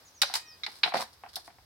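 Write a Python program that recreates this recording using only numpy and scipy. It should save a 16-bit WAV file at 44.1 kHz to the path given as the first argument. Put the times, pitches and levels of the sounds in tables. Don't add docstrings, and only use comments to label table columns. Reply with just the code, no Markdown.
import sys
import numpy as np
from scipy import signal
from scipy.fft import rfft, irfft
from scipy.io import wavfile

SR = 44100
rng = np.random.default_rng(int(sys.argv[2]) if len(sys.argv) > 2 else 0)


def to_wav(s):
    ch = np.atleast_2d(s).T
    pcm = np.round(np.clip(ch, -1, 1) * 32767)
    wavfile.write(sys.argv[1], SR, pcm.astype(np.int16))


N = 72765
T = np.arange(N) / SR
FFT_SIZE = 2 ** 17
BIN_HZ = np.maximum(np.arange(FFT_SIZE // 2 + 1) * SR / FFT_SIZE, 1)
BASS_EDGE_HZ, TREBLE_EDGE_HZ, PUSH_LOW_CUT_HZ = 1150, 5710, 504


def from_db(db):
    return 10 ** (np.asarray(db) / 20)


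def unit_rms(x):
    return x / np.sqrt(np.mean(x ** 2) + 1e-20)


def per_bin(points):
    hz, value = np.transpose(points)
    return np.interp(np.log(BIN_HZ), np.log(hz), value)


def colour(x, db):
    cepstrum = irfft(np.log(from_db(db)))
    cepstrum[1:FFT_SIZE // 2] *= 2
    cepstrum[FFT_SIZE // 2 + 1:] = 0
    return irfft(rfft(x, FFT_SIZE) * np.exp(rfft(cepstrum)))[..., :N]


def butter(x, hz, kind, order=2):
    return signal.sosfilt(signal.butter(order, hz, kind, fs=SR, output="sos"), x + 1e-18)


def band(x, hz, width_hz):
    return butter(x, [hz - width_hz / 2, hz + width_hz / 2], "band")


def shelf(x, hz, db, kind, order=4):
    poles = signal.buttap(order)[1] * 2 * SR * np.tan(np.pi * hz / SR)
    spread = from_db(db / (2 * order)) ** (1 if kind == "low" else -1)
    zpk = signal.bilinear_zpk(poles * spread, poles / spread, 1 if kind == "low" else from_db(db), SR)
    return signal.sosfilt(signal.zpk2sos(*zpk), x + 1e-18)


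def resonate(x, hz, db, q):
    return x + (from_db(db) - 1) * signal.lfilter(*signal.iirpeak(hz, q, fs=SR), x + 1e-18)


def ring(x, hz, t60_s):
    radius, angle = from_db(-60 / (t60_s * SR)), 2 * np.pi * hz / SR
    return signal.lfilter([0, np.sin(angle)], [1, -2 * radius * np.cos(angle), radius ** 2], x + 1e-18)


def click(start_s):
    return 1. * (np.arange(N) == int(start_s * SR))


def decay(start_s, t60_s):
    envelope = (T >= start_s) * from_db(-60 * np.clip((T - start_s) / t60_s, 0, 4))
    return envelope / np.sqrt(np.sum(envelope ** 2))


def stroke(start_s, length_s, attack_s, release_s):
    rise = np.clip((T - start_s) / attack_s, 0, 1)
    return rise * np.exp(-np.clip((T - start_s - length_s) / release_s, 0, 20))


# (frequency [Hz], correlation [-1..1])
EAR_CORRELATION = [(80, 0.87), (750, 0.6), (1500, 0.19), (2600, -0.01), (5000, 0.01), (14000, 0)]
def stereo_noise():
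    alike = per_bin(EAR_CORRELATION)
    mid, side = rfft(rng.standard_normal((2, FFT_SIZE)))
    spectra = np.sqrt(1 + alike) * mid + np.sqrt(1 - alike) * side * [[1], [-1]]
    return unit_rms(irfft(spectra)[:, :N])


# (frequency [Hz], gain [dB])
AIR_SPECTRUM = [(25, -9), (80, -22), (140, -13), (370, -10.5), (720, -10.5), (1100, -9.5), (2200, -14),
                (3000, -16.5), (3800, -12), (5200, -10.5), (6500, -21), (10000, -20.5), (16000, -22)]
# (time [s], gain [dB])
BACKGROUND_LEVEL = [(0, 2.5), (.12, -0.5), (.2, -1), (.6, 1.5), (1.2, -1.5), (1.65, -2.5)]
def garden_air(db=-60):
    hush = unit_rms(colour(stereo_noise(), per_bin(AIR_SPECTRUM)))
    return from_db(db + np.interp(T, *np.transpose(BACKGROUND_LEVEL))) * hush


# (time [s], gain [dB])
RUMBLE_SWELL = [(0, 1), (.4, 6.5), (.75, 1), (1.2, 5.5), (1.65, 9.5)]
def far_rumble(db=-72.5):
    drone = unit_rms(band(stereo_noise(), hz=70.4, width_hz=54))
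    return from_db(db + np.interp(T, *np.transpose(RUMBLE_SWELL))) * drone


# (time [s], length [s], fundamental [Hz], level [dB])
WHINE_NOTES = [(0.26, 0.325, 624, -60)]
# (multiple [-], gain [dB])
WHINE_PARTIALS = [(2, -8), (3, -0.5), (4, 0.5), (5, -8.5), (6, -8)]
def far_whine(waver_depth=0.0062):
    out = 0
    for start_s, length_s, hz, db in WHINE_NOTES:
        progress = np.clip((T - start_s) / length_s, 0, 1)
        waver = waver_depth * unit_rms(butter(rng.standard_normal(N), hz=47, kind="low"))
        phase = 2 * np.pi * np.cumsum(hz * (1 + waver)) / SR
        tone = sum(from_db(gain_db) * np.sin(k * phase) for k, gain_db in WHINE_PARTIALS)
        out += from_db(db) * 2 * np.sqrt(progress * (1 - progress)) * tone
    return out


# (time [s], length [s], slide top [Hz], slide end [Hz], level [dB], bend [<1 flattens out])
BIRD_NOTES = [(0.049, 0.048, 7500, 5420, -57.5, 0.9), (0.141, 0.063, 7400, 5250, -56.5, 0.74),
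              (0.251, 0.045, 6700, 5280, -47, 0.77), (0.458, 0.087, 6870, 4670, -51, 0.44)]
def bird(hook_depth=0.19, hook_s=0.00462, flutter_db=1.8, flutter_hz=121):
    out = 0
    for start_s, length_s, top_hz, end_hz, db, bend in BIRD_NOTES:
        progress = np.clip((T - start_s) / length_s, 0, 1)
        slide_hz = top_hz + (end_hz - top_hz) * progress ** bend
        hook = 1 - hook_depth * np.exp(-progress * length_s / hook_s)
        swell = 2 * np.sqrt(progress * (1 - progress))
        out += from_db(db) * swell * np.sin(2 * np.pi * np.cumsum(slide_hz * hook) / SR)
    flutter = unit_rms(butter(rng.standard_normal(N), flutter_hz, "low"))
    return out * from_db(flutter_db * flutter)


def patio_echo(x, ivy_cut_hz=12000):
    tail = stereo_noise() * decay(start_s=0.0075, t60_s=0.24)
    tail = butter(tail, ivy_cut_hz, "low", order=1)
    tail = shelf(tail, BASS_EDGE_HZ, db=-2.5, kind="low")
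    return signal.fftconvolve(np.atleast_2d(x), tail, axes=1)[:, :N]


# (frequency [Hz], gain [dB])
CLAW_SPECTRUM = [(300, -16), (2300, -19), (3200, 0.5), (4000, 9.5), (5400, 6.5), (6600, -8), (10200, -2),
                 (12500, -2.5), (15500, -14)]
def claw_skid(db=-4):
    rasp = stereo_noise() * decay(start_s=1.357, t60_s=0.066)
    return from_db(db) * colour(rasp, per_bin(CLAW_SPECTRUM))


# (frequency [Hz], gain [dB])
GRIT_SPECTRUM = [(200, -14), (800, -7.5), (1600, -5.5), (2600, -12), (4300, 1.5), (5300, -0.5),
                 (6500, -13.5), (10000, -10), (12500, -16), (15500, -21.5)]
# (time [s], length [s], level [dB], treble shelf [dB])
DRAGS = [(0.263, 0.069, -43, -9), (0.684, 0.11, -54, -1), (0.845, 0.05, -48.5, 0),
         (0.936, 0.054, -36.5, -6), (0.995, 0.032, -40.5, 2), (1.128, 0.0095, -56, 2.5),
         (1.283, 0.016, -52, -4), (1.33, 0.012, -48.5, -1), (1.392, 0.0043, -51, 2),
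         (1.441, 0.038, -56.5, 3)]
def scuffs(grains_per_s=12000, spread_db=4.5):
    sizes = from_db(spread_db * np.minimum(rng.exponential(1, N), 4))
    grains = stereo_noise() * sizes * (rng.random(N) < grains_per_s / SR)
    grit = unit_rms(colour(grains, per_bin(GRIT_SPECTRUM)))
    out = 0
    for start_s, length_s, db, treble_db in DRAGS:
        envelope = stroke(start_s, length_s, attack_s=0.006, release_s=0.011)
        out += from_db(db) * envelope * shelf(grit, TREBLE_EDGE_HZ, treble_db, "high")
    return out


# (frequency [Hz], gain [dB])
THUD_SPECTRUM = [(60, -21.5), (170, -8), (400, -1.5), (560, 2.5), (720, 15.5), (1020, 11), (1250, 8),
                 (2200, 10), (3200, 8.5), (12000, -32)]
# (time [s], level [dB], low-pass [Hz], deep shelf [dB], t60 [s], hollow resonance [Hz])
SOFT_BLOWS = [(.299, -15, 1740, -29, 0.24, 780), (.667, -19, 1080, -19, 0.092, 790),
              (.680, -22.5, 1350, 16.5, 0.077, 830), (.834, -9, 1210, 10, 0.12, 767),
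              (.860, -8, 2300, 10, 0.11, 795), (.878, -10.5, 1580, 3.5, 0.032, 745),
              (0.921, -11, 2000, -11, 0.037, 757), (0.9393, -4.5, 2010, -6, 0.074, 690),
              (.9435, 1, 1110, 4.5, 0.031, 990), (0.9547, -6, 1970, 14, 0.099, 730),
              (.9645, -13.5, 1220, 22, 0.11, 760), (.991, -12.5, 1290, 5.5, 0.15, 643),
              (1.002, -12.5, 1490, 10.5, 0.046, 900), (1.023, -13, 1880, 4, 0.072, 1010),
              (1.2369, -16, 1730, 5.5, 0.11, 724), (1.2625, -26, 2630, -3, 0.09, 784),
              (1.3675, -16, 1660, 10.5, 0.09, 736), (1.4786, -22, 1630, 9, 0.06, 702),
              (1.503, -33, 2570, 16, 0.072, 747), (1.585, -30.5, 1690, 7, 0.05, 820)]
def soft_thuds(push_db=-2, tail_db=-0.5, deep_edge_hz=440):
    noise, out = stereo_noise(), 0
    for start_s, db, soft_hz, deep_db, t60_s, hollow_hz in SOFT_BLOWS:
        push = from_db(push_db) * butter(click(start_s), PUSH_LOW_CUT_HZ, "high")
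        tail = from_db(tail_db) * noise * decay(start_s, t60_s)
        blow = resonate(push + tail, hollow_hz, db=7.5, q=10)
        blow = butter(blow, soft_hz, "low", order=3)
        out += from_db(db) * shelf(blow, deep_edge_hz, deep_db, "low")
    return colour(out, per_bin(THUD_SPECTRUM))


# (frequency [Hz], width [Hz], gain [dB])
LIP_RESONANCES = [(1470, 390, -1), (2104, 230, 7.5), (3630, 223, 8.5), (3885, 270, 16), (4800, 780, 1)]
def pan_judder(start_s=0.634, length_s=0.018, db=-27.5):
    noise = stereo_noise()
    rasp = sum(from_db(gain_db) * band(noise, hz, width_hz) for hz, width_hz, gain_db in LIP_RESONANCES)
    envelope = stroke(start_s, length_s, attack_s=0.0015, release_s=0.0027)
    fade = np.exp(-np.maximum(T - start_s, 0) / length_s)
    return from_db(db) * unit_rms(rasp) * envelope * fade


# (time [s], frequency [Hz], level [dB])
FLOOR_FLEXES = [(0.2322, 574, -33.5), (0.9427, 536, -29), (.991, 540, -36)]
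def pan_flexes(t60_s=0.11):
    notes = sum(from_db(db) * ring(click(start_s), hz, t60_s) for start_s, hz, db in FLOOR_FLEXES)
    return butter(notes, PUSH_LOW_CUT_HZ, "high")


# (frequency [Hz], gain [dB])
PAN_SPECTRUM = [(30, -77), (70, -81), (150, -32.5), (350, -9), (560, -10), (780, 11), (1200, 7),
                (1550, 6.5), (2100, 7.5), (2700, 4.5), (3300, 4), (4050, 9.5), (5200, 8.5), (6400, -1),
                (9800, -2.5), (12500, -7), (15500, -13)]
# (frequency [Hz], level [dB], t60 [s])
SHEET_MODES = [(756, -45, 0.1), (918, -44, .15), (1058, -44, 0.16), (1421, -40, 0.07), (1793, -41, .07),
               (2974, -34, 0.058), (3470, -39, 0.09), (3815, -33, 0.08), (4015, -27, 0.07),
               (4590, -44, 0.1)]
# (time [s], level [dB], bass shelf [dB], treble shelf [dB], rattle t60 [s], mode ring [dB],
# struck-spot resonance [Hz])
PAN_HITS = [(0.2175, -1, -15.5, 1.5, 0.056, 0.5, 3630), (0.2205, -6.5, -7.5, -3, 0.063, 8.5, 4260),
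            (0.233, -6.5, 2.5, -22, 0.017, -23, 1520), (.2413, -22, 0, -16, 0.05, -11, 4900),
            (.339, -9.5, 4, 5, 0.11, 0, 3900), (0.3539, -11.5, 5, 5, 0.091, -4.5, 4800),
            (0.664, -13.5, -8.5, -12.5, 0.047, 2.5, 2050), (0.8331, -2.5, 2.5, -20, 0.1, -14, 2970),
            (0.8363, 1, -24, -42, 0.031, 0.5, 4050), (0.8757, -20, 10, -26, 0.054, 2, 1020),
            (0.949, -25, 20.5, -20, 0.057, 4.5, 4800), (0.9708, -14, -2.5, -4, 0.087, -1, 2040),
            (1.0075, -19.5, 0, 4.5, 0.049, 8, 1070), (1.0163, -24, 15, -5, 0.011, -11, 1310)]
def pan_knocks(crack_db=-6, rattle_db=4, bounce_s=0.00126, bounce_db=1, low_cut_hz=637, left_lag_s=5e-5):
    noise, clacks = stereo_noise(), 0
    for start_s, db, bass_db, treble_db, t60_s, _, spot_hz in PAN_HITS:
        contact = click(start_s) + from_db(bounce_db) * click(start_s + bounce_s)
        crack = from_db(crack_db) * butter(contact, low_cut_hz, "high")
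        rattle = from_db(rattle_db) * noise * decay(start_s, t60_s)
        blow = resonate(crack + rattle, spot_hz, db=6.5, q=6.5)
        blow = shelf(blow, BASS_EDGE_HZ, bass_db, "low")
        clacks += from_db(db) * shelf(blow, TREBLE_EDGE_HZ, treble_db, "high", order=8)
    out = colour(clacks, per_bin(PAN_SPECTRUM))
    times_s, hits_db, bass_db, _, _, ring_db, _ = np.transpose(PAN_HITS)
    for hz, mode_db, t60_s in SHEET_MODES:
        drive_db = hits_db + ring_db + bass_db * (hz < BASS_EDGE_HZ)
        scatter_db = rng.normal(0, 1.5, len(times_s))
        strikes = np.zeros(N)
        strikes[(times_s * SR).astype(int)] = from_db(drive_db + mode_db + scatter_db)
        mode = ring(butter(strikes, low_cut_hz, "high"), hz, t60_s)
        out += np.array([np.interp(T - left_lag_s, T, mode), mode])
    return out


# (frequency [Hz], left minus right [dB])
NEAR_BALANCE = [(100, -1), (750, -2), (1500, -1.5), (2600, 3), (4000, 0), (5200, -4), (9500, 7),
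                (13000, 2.5)]
def scene(near_echo_db=-10.5, bird_echo_db=-3.5):
    near = pan_knocks() + pan_flexes() + soft_thuds() + scuffs() + pan_judder() + claw_skid()
    left, right = near + from_db(near_echo_db) * patio_echo(near)
    tilt_db = per_bin(NEAR_BALANCE) / 2
    near = np.array([colour(left, tilt_db), colour(right, -tilt_db)])
    song = bird()
    far = garden_air() + song + from_db(bird_echo_db) * patio_echo(song) + far_whine() + far_rumble()
    return far + near


def record(dry, low_cut_hz=68, high_cut_hz=16100):
    top_cut = signal.ellip(10, 0.2, 80, high_cut_hz, fs=SR, output="sos")
    return signal.sosfilt(top_cut, butter(dry, low_cut_hz, "high"))


dry = scene()
out = record(dry)
to_wav(out)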